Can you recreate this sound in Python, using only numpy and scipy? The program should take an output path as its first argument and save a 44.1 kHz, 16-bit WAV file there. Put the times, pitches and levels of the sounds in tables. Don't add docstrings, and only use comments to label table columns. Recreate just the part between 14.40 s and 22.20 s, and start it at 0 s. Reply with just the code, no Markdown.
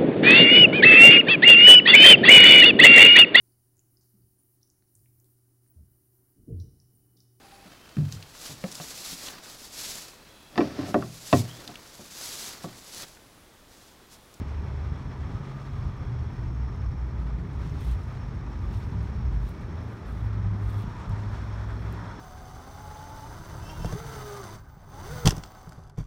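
import sys
import numpy as np
from scipy import signal
from scipy.fft import rfft, irfft, next_fast_len
from scipy.io import wavfile

SR = 44100
rng = np.random.default_rng(int(sys.argv[2]) if len(sys.argv) > 2 else 0)


def unload_audio(sound):
    columns = np.transpose(np.atleast_2d(sound))
    steps = np.round(np.clip(columns, -1, 1) * 32767)
    wavfile.write(sys.argv[1], SR, steps.astype(np.int16))


N = 343980

# pulse rate in Hz, wing resonance in Hz, width in Hz, relative level in dB.
INSECT_SONGS = [(111, 5370, 230, -77.5), (41.2, 5450, 320, -81), (16.24, 5330, 280, -81),
                (70.8, 6350, 200, -83.5)]
# time in seconds, level of all insects in dB.
CHORUS_LEVEL = [(0, -72), (.9, -72.5), (2.5, -68.5), (2.7, -74), (3, -80), (3.28, -69.5), (5.2, -71),
                (5.42, -70), (5.5, -75), (6.2, -75), (6.35, -71), (6.6, -71), (7.13, -67), (7.47, -71),
                (7.8, -63)]
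# multiple of the firing rate, level in dB.
IDLE_ORDERS = [(1, -50.5), (5, -62), (9, -57.5), (10, -72.5)]
# centre in Hz, width in Hz, level in dB.
BLOCK_MODES = [(980, 560, -81.5), (1730, 740, -64.5), (3380, 1500, -77.5)]
PANEL_MODES = [(1100, 530, -62.5), (1980, 1800, -82.5)]
# frequency in Hz, relative density in dB.
RUMBLE_SPECTRUM = [(20, -24), (35, -6), (50, -2), (70, -1), (100, -1.5), (140, -10), (180, -12.5),
                   (260, -30.5)]
ROAR_SPECTRUM = [(76, -44.5), (130, -11), (156, -5), (249, -7), (349, -12.5), (398, -21), (496, -25.5),
                 (700, -36), (910, -67.5), (1540, -120)]
FAR_TYRE_SPECTRUM = [(240, -14), (400, -0.5), (503, -5.5), (738, -6.5), (860, -4.5), (1080, -7.5),
                     (1190, -6.5), (1400, -10.5), (2400, -17), (2760, -24), (3360, -24.5), (4930, -29.5),
                     (5400, -25), (6800, -39), (15600, -59.5)]
NEAR_TYRE_SPECTRUM = [(350, -34), (550, 1.5), (950, 1.5), (1400, 3), (1900, -2.5), (2700, -31),
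                      (3400, -16.5), (5000, -22), (8000, -31), (15600, -51)]
CRACKLE_SPECTRUM = [(2000, -17), (3500, 12.5), (6000, -5.5), (9000, 5), (12000, 0.5), (15700, -2.5)]
SWISH_SPECTRUM = [(1200, 1), (2500, 9), (4000, 5.5), (6000, 1), (8500, -7), (11000, -15), (15700, -23)]
# time in seconds, level in dB.
RUMBLE_LEVEL = [(0, -36), (.3, -34.5), (.52, -33.5), (.63, -40), (.9, -32), (1.1, -41), (1.34, -35.5),
                (1.95, -34.5), (2.47, -32.5), (3, -39), (3.65, -31), (3.8, -38), (4.3, -33), (5, -33.5),
                (5.4, -35), (5.6, -39), (6.36, -33), (6.56, -43.5), (6.7, -34.5), (7.5, -37.5),
                (7.75, -43.5)]
NEAR_TYRE_LEVEL = [(5.2, -61), (5.8, -57), (6.3, -55), (6.7, -50.5), (7.1, -48.5), (7.5, -51), (7.8, -44)]
# time in seconds, body roar in dB, tyre hiss in dB.
TRAFFIC_LEVELS = [(0, -49.5, -48.5), (.7, -45, -48), (1.5, -46.5, -50), (2.1, -45, -50), (2.6, -47.5, -51),
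                  (3.05, -45, -51), (3.5, -46.5, -49), (4, -45, -49.5), (4.5, -44.5, -49.5), (5, -46, -50),
                  (5.3, -42, -48.5), (5.7, -44.5, -49), (6.1, -45, -49.5), (7, -45.5, -48),
                  (7.8, -43.5, -49)]
# start in seconds, length in seconds, level in dB.
RINGING_BANDS = [(950, 65, -63, [(-.1, .4, -65), (.5, 0.55, -62), (2.6, 0.24, -62), (4.1, .7, -62.5),
                 (6.25, .75, -54.5), (7.45, .6, -53)]), (1208.5, 95, -63, [(.75, 0.99, -60),
                 (2.05, .4, -70), (3.35, 1.37, -74), (6, 1.0, -63), (7.4, 0.46, -69)]),
                 (3365, 140, -76.5, [(-.1, 2.2, -77), (3.3, .3, -78), (6.2, 0.41, -70), (6.85, 1.17, -73)])]
# time in seconds, pitch in Hz, level in dB.
ENGINE_TRACKS = [
    [(.15, 127.1, -43), (.35, 127.4, -39.5), (1.2, 135, -40), (2.1, 135.4, -43), (2.4, 136.4, -47),
     (3.3, 139.1, -40), (4.05, 140.9, -52.5)],
    [(1.4, 119.5, -41), (1.7, 119, -34.5), (2.4, 121.3, -38.5), (3, 122.9, -45.5), (3.6, 124.7, -42.5),
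     (4.5, 125.4, -45.5), (4.8, 123.3, -36), (5.05, 122, -42)],
    [(5.22, 112, -39), (5.35, 112.4, -36), (5.69, 112.3, -44), (5.87, 105.7, -30), (6.09, 101.8, -30),
     (6.3, 102.7, -35.5), (6.38, 102.8, -27), (6.53, 103.3, -44), (6.68, 102.8, -32), (7, 103.4, -35),
     (7.17, 105.7, -32.5), (7.62, 105.3, -38), (7.75, 100, -49)],
]
# start in seconds, length in seconds, first pitch in Hz, last pitch in Hz, level in dB.
EXHAUST_NOTES = [(-.1, 0.7, 72.5, 73.1, -33), (.7, .29, 73, 69.2, -33), (.25, 1.1, 140.7, 151.5, -46),
                 (1.25, 0.21, 80.8, 84.6, -32), (1.3, 0.7, 95.5, 101, -44), (1.72, 0.18, 74.4, 74.6, -30),
                 (2.06, 0.28, 64.1, 61, -27.5), (2.42, 0.096, 60.2, 58.3, -23), (2.53, .2, 61.4, 59, -29.5),
                 (2.72, 0.34, 57.8, 55.7, -27.5), (2.7, 0.47, 167.3, 170.8, -43),
                 (3, 0.92, 85.66, 91.2, -40), (3.7, 0.34, 90.2, 93, -49), (3.42, 0.18, 59.5, 57.4, -23),
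                 (3.8, 0.63, 53.4, 54.9, -36), (4.33, 0.077, 103, 103, -29),
                 (4.48, 0.21, 102.5, 107, -30.5), (4.42, 0.32, 164, 165, -43.5),
                 (4.5, 0.55, 67, 64.3, -30.5), (4.78, 0.13, 62.1, 56, -30.5),
                 (4.85, 0.29, 52.9, 50.9, -25.5), (4.68, 0.21, 210, 213, -42), (5.25, 0.34, 84, 84.5, -37),
                 (5.55, 0.5, 84.2, 89, -40), (5.6, .58, 56.5, 59.3, -32.5), (5.68, 0.23, 217, 206, -50.5),
                 (5.95, 0.28, 175.3, 183.9, -40.5), (6.22, 0.1, 60, 59.3, -25),
                 (6.8, 0.86, 60.7, 61.3, -35.5), (7.05, 0.42, 45.5, 45.4, -40),
                 (7.35, 0.45, 168.2, 166, -47)]
# time in seconds, pitch in Hz, level in dB.
SQUEAK_TRACK = [(7.1, 11900, -96), (7.3, 12400, -92), (7.41, 12650, -92), (7.44, 12830, -83),
                (7.514, 12893, -86), (7.53, 12800, -80)]
# start in seconds, peak in dB, centre in Hz.
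HOUSING_BUMPS = [(.015, -21.5, 208), (.519, -20.5, 93.5), (.949, -20, 102), (6.439, -24, 182),
                 (6.476, -21.5, 129.5)]
STALK_SNAPS = [(0.8738, -61, 9100), (1.165, -60, 12300), (1.265, -62, 10000), (1.379, -62, 11000),
               (1.4778, -60, 11000), (2.36, -63, 11260), (2.80, -64, 11000), (3.1328, -53, 7150),
               (3.297, -49, 6000), (3.4058, -49, 12400), (3.412, -50, 13000), (3.45, -47, 12000),
               (3.516, -46, 7970), (4.3316, -51, 10200), (4.5052, -55, 7020), (4.6299, -53, 9000),
               (5.0927, -45, 12500), (5.8522, -54, 10100), (6.42, -52, 14200), (6.6946, -46, 9080),
               (7.3064, -58, 7400), (7.4052, -56, 9030), (7.5263, -39.5, 12500)]
# time in seconds, crackle in dB, swish in dB.
GRASS_STIR = [(0, -78, -64), (1.5, -81, -73), (2.5, -79.5, -73.5), (3.5, -78, -71), (4.2, -81.5, -71),
              (6, -83, -81.5), (6.7, -79.5, -67.5), (7.8, -77, -67)]
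# start in seconds, hold in seconds, rise in dB/s, fall in dB/s, crackle in dB, swish in dB.
FOOT_SCUFFS = [(1.15, 0.18, 40, 35, -82.5, -66.5), (1.96, .03, 150, 60, -84, -76),
               (2.8, 0.018, 150, 150, -91, -73), (3.22, .1, 200, 60, -76, -64),
               (3.41, .03, 900, 100, -69, -76), (3.464, 0.065, 201, 600, -66, -64.5),
               (3.615, 0.055, 100, 52, -78, -68), (4.235, .05, 150, 95, -78, -67),
               (4.335, 0.033, 600, 350, -68.5, -62), (4.437, 0.018, 100, 200, -78, -75),
               (4.61, 0.052, 70, 85, -83, -65), (4.936, 0.018, 106, 100, -82, -76),
               (5.064, .04, 298, 700, -70, -68), (5.14, 0.036, 100, 70, -77, -71),
               (5.493, 0.091, 89, 300, -74, -73), (5.666, 0.11, 600, 100, -70, -70),
               (6.24, 0.06, 199, 60, -74.5, -72), (6.37, 0.034, 120, 500, -64.5, -72),
               (6.537, 0.045, 64, 58, -84, -67), (6.929, .03, 100, 80, -80, -64),
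               (7.4, .15, 33, 40, -78, -79)]
# centre in Hz, width in Hz, depth from 0 to 1.
PORT_NOTCHES = [(4970, 390, 0.33), (10370, 850, 0.4)]


def from_db(db):
    return 10 ** (np.asarray(db) / 20)


def unit_rms(x):
    return x / np.sqrt(np.mean(x ** 2) + 1e-20)


def curves(rows):
    times_s, *columns = np.transpose(rows)
    return [np.interp(np.arange(N) / SR, times_s, column) for column in columns]


def drift(rate_hz):
    step, settle = 40, 2000
    pole = np.exp(-2 * np.pi * rate_hz * step / SR)
    noise = rng.standard_normal(N // step + settle + 2)
    slow = signal.lfilter([1], [1, -2 * pole, pole * pole], noise)[settle:]
    return np.interp(np.arange(N) / step, np.arange(len(slow)), unit_rms(slow - slow.mean()))


def coloured(white, spectrum):
    hz, level_db = np.transpose(spectrum)
    size = next_fast_len(N)
    bins_hz = np.maximum(np.arange(size // 2 + 1) * SR / size, 1)
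    gain = from_db(np.interp(np.log(bins_hz), np.log(hz), level_db, left=-120, right=-120))
    return unit_rms(irfft(rfft(white, size) * gain, size)[:N])


def lumpy_noise(spectrum, level_db, lumps_db, rate_hz):
    return from_db(level_db + lumps_db * drift(rate_hz)) * coloured(rng.standard_normal(N), spectrum)


def resonance(x, hz, width_hz):
    r = np.exp(-np.pi * width_hz / SR)
    feedback = [1, -2 * r * np.cos(2 * np.pi * hz / SR), r * r]
    return signal.lfilter(np.array([1, 0, -1]) * (1 - r * r) / 2, feedback, x)


def steep_resonance(x, hz, width_hz):
    stage_width_hz = 1.55 * width_hz
    return unit_rms(resonance(resonance(x, hz, stage_width_hz), hz, stage_width_hz))


def puffs(rate_hz, sharpness, pattern_db=(0,)):
    cycles = np.cumsum(rate_hz * (1 + 0.0052 * drift(0.57))) / SR
    gate = (.5 + .5 * np.cos(2 * np.pi * cycles)) ** sharpness
    strength = from_db(pattern_db)[np.round(cycles).astype(int) % len(pattern_db)]
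    return gate * strength * rng.standard_normal(N)


def swell(start_s, length_s, rise_s, fall_s):
    t = np.arange(N) / SR - start_s
    rising = t / min(rise_s, length_s / 2)
    falling = (length_s - t) / min(fall_s, length_s / 2)
    return np.sin(np.pi / 2 * np.clip(np.minimum(rising, falling), 0, 1)) ** 2


def gliding_tone(track, waver_db, fade_s):
    hz, level_db = curves(track)
    t = np.arange(N) / SR
    inside_s = np.minimum(t - track[0][0], track[-1][0] - t)
    fade = np.clip(inside_s / fade_s + .5, 0, 1)
    phase = 2 * np.pi * (np.cumsum(hz) / SR + rng.random()) + .3 * drift(4)
    return np.sqrt(2) * fade * from_db(level_db + waver_db * drift(3.2)) * np.sin(phase)


def insects():
    chorus_db, = curves(CHORUS_LEVEL)
    songs = sum(from_db(db) * steep_resonance(puffs(pulse_hz, sharpness=4), hz, width_hz)
                for pulse_hz, hz, width_hz, db in INSECT_SONGS)
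    return from_db(chorus_db) * unit_rms(songs)


def idling_diesel(firing_hz=44.5, rattle_hz=16.7):
    firings = np.cumsum(firing_hz * (1 + 0.00392 * drift(0.531))) / SR
    hum = sum(from_db(db + 3 * drift(2.5)) * np.sin(2 * np.pi * order * firings)
              for order, db in IDLE_ORDERS)
    knock = puffs(firing_hz, sharpness=1.2, pattern_db=[10, 10, 4, -4.5])
    rattle = puffs(rattle_hz, sharpness=11)
    block = sum(from_db(db) * steep_resonance(knock, hz, width_hz) for hz, width_hz, db in BLOCK_MODES)
    panel = sum(from_db(db) * steep_resonance(rattle, hz, width_hz) for hz, width_hz, db in PANEL_MODES)
    return hum + block + panel


def road_ringing(fade_s=0.26):
    out = np.zeros(N)
    for hz, width_hz, steady_db, swells in RINGING_BANDS:
        phase = 2 * np.pi * hz * np.arange(N) / SR
        swelling = sum(from_db(db) * swell(start_s, length_s, fade_s, fade_s)
                       for start_s, length_s, db in swells)
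        band = drift(width_hz) * np.sin(phase) + drift(width_hz) * np.cos(phase)
        out += (from_db(steady_db) + swelling) * band
    return out


def far_traffic():
    rumble_db, = curves(RUMBLE_LEVEL)
    roar_db, hiss_db = curves(TRAFFIC_LEVELS)
    rumble = lumpy_noise(RUMBLE_SPECTRUM, rumble_db, lumps_db=2.5, rate_hz=3.2)
    roar = lumpy_noise(ROAR_SPECTRUM, roar_db, lumps_db=1.34, rate_hz=16)
    hiss = lumpy_noise(FAR_TYRE_SPECTRUM, hiss_db, lumps_db=1.1, rate_hz=17)
    return rumble + roar + hiss


def exhausts():
    out = sum(gliding_tone(track, waver_db=2, fade_s=.12) for track in ENGINE_TRACKS)
    wavers_db = [1.3 * drift(6) for _ in range(4)]
    for k, (start_s, length_s, first_hz, last_hz, level_db) in enumerate(EXHAUST_NOTES):
        hz = np.interp(np.arange(N) / SR, [start_s, start_s + length_s], [first_hz, last_hz])
        sine = np.sqrt(2) * np.sin(2 * np.pi * (np.cumsum(hz) / SR + rng.random()))
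        envelope = swell(start_s, length_s, rise_s=.11, fall_s=.14)
        out += from_db(level_db + wavers_db[k % 4]) * envelope * sine
    return out


def nearing_tyres():
    level_db, = curves(NEAR_TYRE_LEVEL)
    return lumpy_noise(NEAR_TYRE_SPECTRUM, level_db, lumps_db=2.3, rate_hz=8)


def brake_squeak():
    return gliding_tone(SQUEAK_TRACK, waver_db=1.5, fade_s=0.015)


def housing_bumps(decay_cycles=0.56):
    out = np.zeros(N)
    for start_s, peak_db, hz in HOUSING_BUMPS:
        cycles = hz * np.arange(int(6 * decay_cycles / hz * SR)) / SR
        envelope = (1 - np.exp(-6 * cycles)) * np.exp(-cycles / decay_cycles)
        bump = envelope * np.sin(2 * np.pi * cycles)
        at = round(start_s * SR)
        out[at:at + len(bump)] += (from_db(peak_db) * bump / np.abs(bump).max())[:N - at]
    return out


def stalk_snaps(decay_s=0.0011):
    out = np.zeros(N)
    t = np.arange(400) / SR
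    for start_s, peak_db, hz in STALK_SNAPS:
        burst = rng.standard_normal(len(t)) * np.exp(-t / decay_s)
        snap = resonance(burst, hz, width_hz=.4 * hz)
        at = round(start_s * SR)
        out[at:at + len(snap)] += from_db(peak_db) * snap / np.abs(snap).max()
    return out


def shuffling(grains_per_s=2500):
    crackle_gain, swish_gain = from_db(curves(GRASS_STIR))
    t = np.arange(N) / SR
    for start_s, hold_s, rise_db_per_s, fall_db_per_s, crackle_db, swish_db in FOOT_SCUFFS:
        drop_db = np.maximum(rise_db_per_s * (start_s - t), fall_db_per_s * (t - start_s - hold_s))
        envelope = from_db(-np.maximum(drop_db, 0))
        crackle_gain += from_db(crackle_db) * envelope
        swish_gain += from_db(swish_db) * envelope
    sizes = from_db(5.5 * np.minimum(rng.exponential(1, N), 4))
    signs = rng.choice([-1, 1], N)
    onsets = rng.random(N) < grains_per_s * from_db(2.5 * drift(60)) / SR
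    grains = unit_rms(sizes * signs * onsets)
    crackle = coloured(.5 * grains + 0.58 * rng.standard_normal(N), CRACKLE_SPECTRUM)
    swish = coloured(rng.standard_normal(N) * from_db(2.1 * drift(14)), SWISH_SPECTRUM)
    flicker = from_db(1.1 * drift(30))
    return crackle_gain * flicker * crackle + swish_gain * swish


def scene():
    near = shuffling() + stalk_snaps() + housing_bumps()
    road = far_traffic() + nearing_tyres() + road_ringing() + exhausts()
    return (near + road + idling_diesel() + insects() + brake_squeak())[None]


def record(dry, low_cut_hz=25, high_cut_hz=15735):
    for hz, width_hz, depth in PORT_NOTCHES:
        dry = dry - depth * resonance(dry, hz, width_hz)
    dry = signal.sosfilt(signal.butter(2, low_cut_hz, "high", fs=SR, output="sos"), dry)
    return signal.sosfilt(signal.ellip(14, .5, 80, high_cut_hz, fs=SR, output="sos"), dry)


dry = scene()
out = record(dry)
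unload_audio(out)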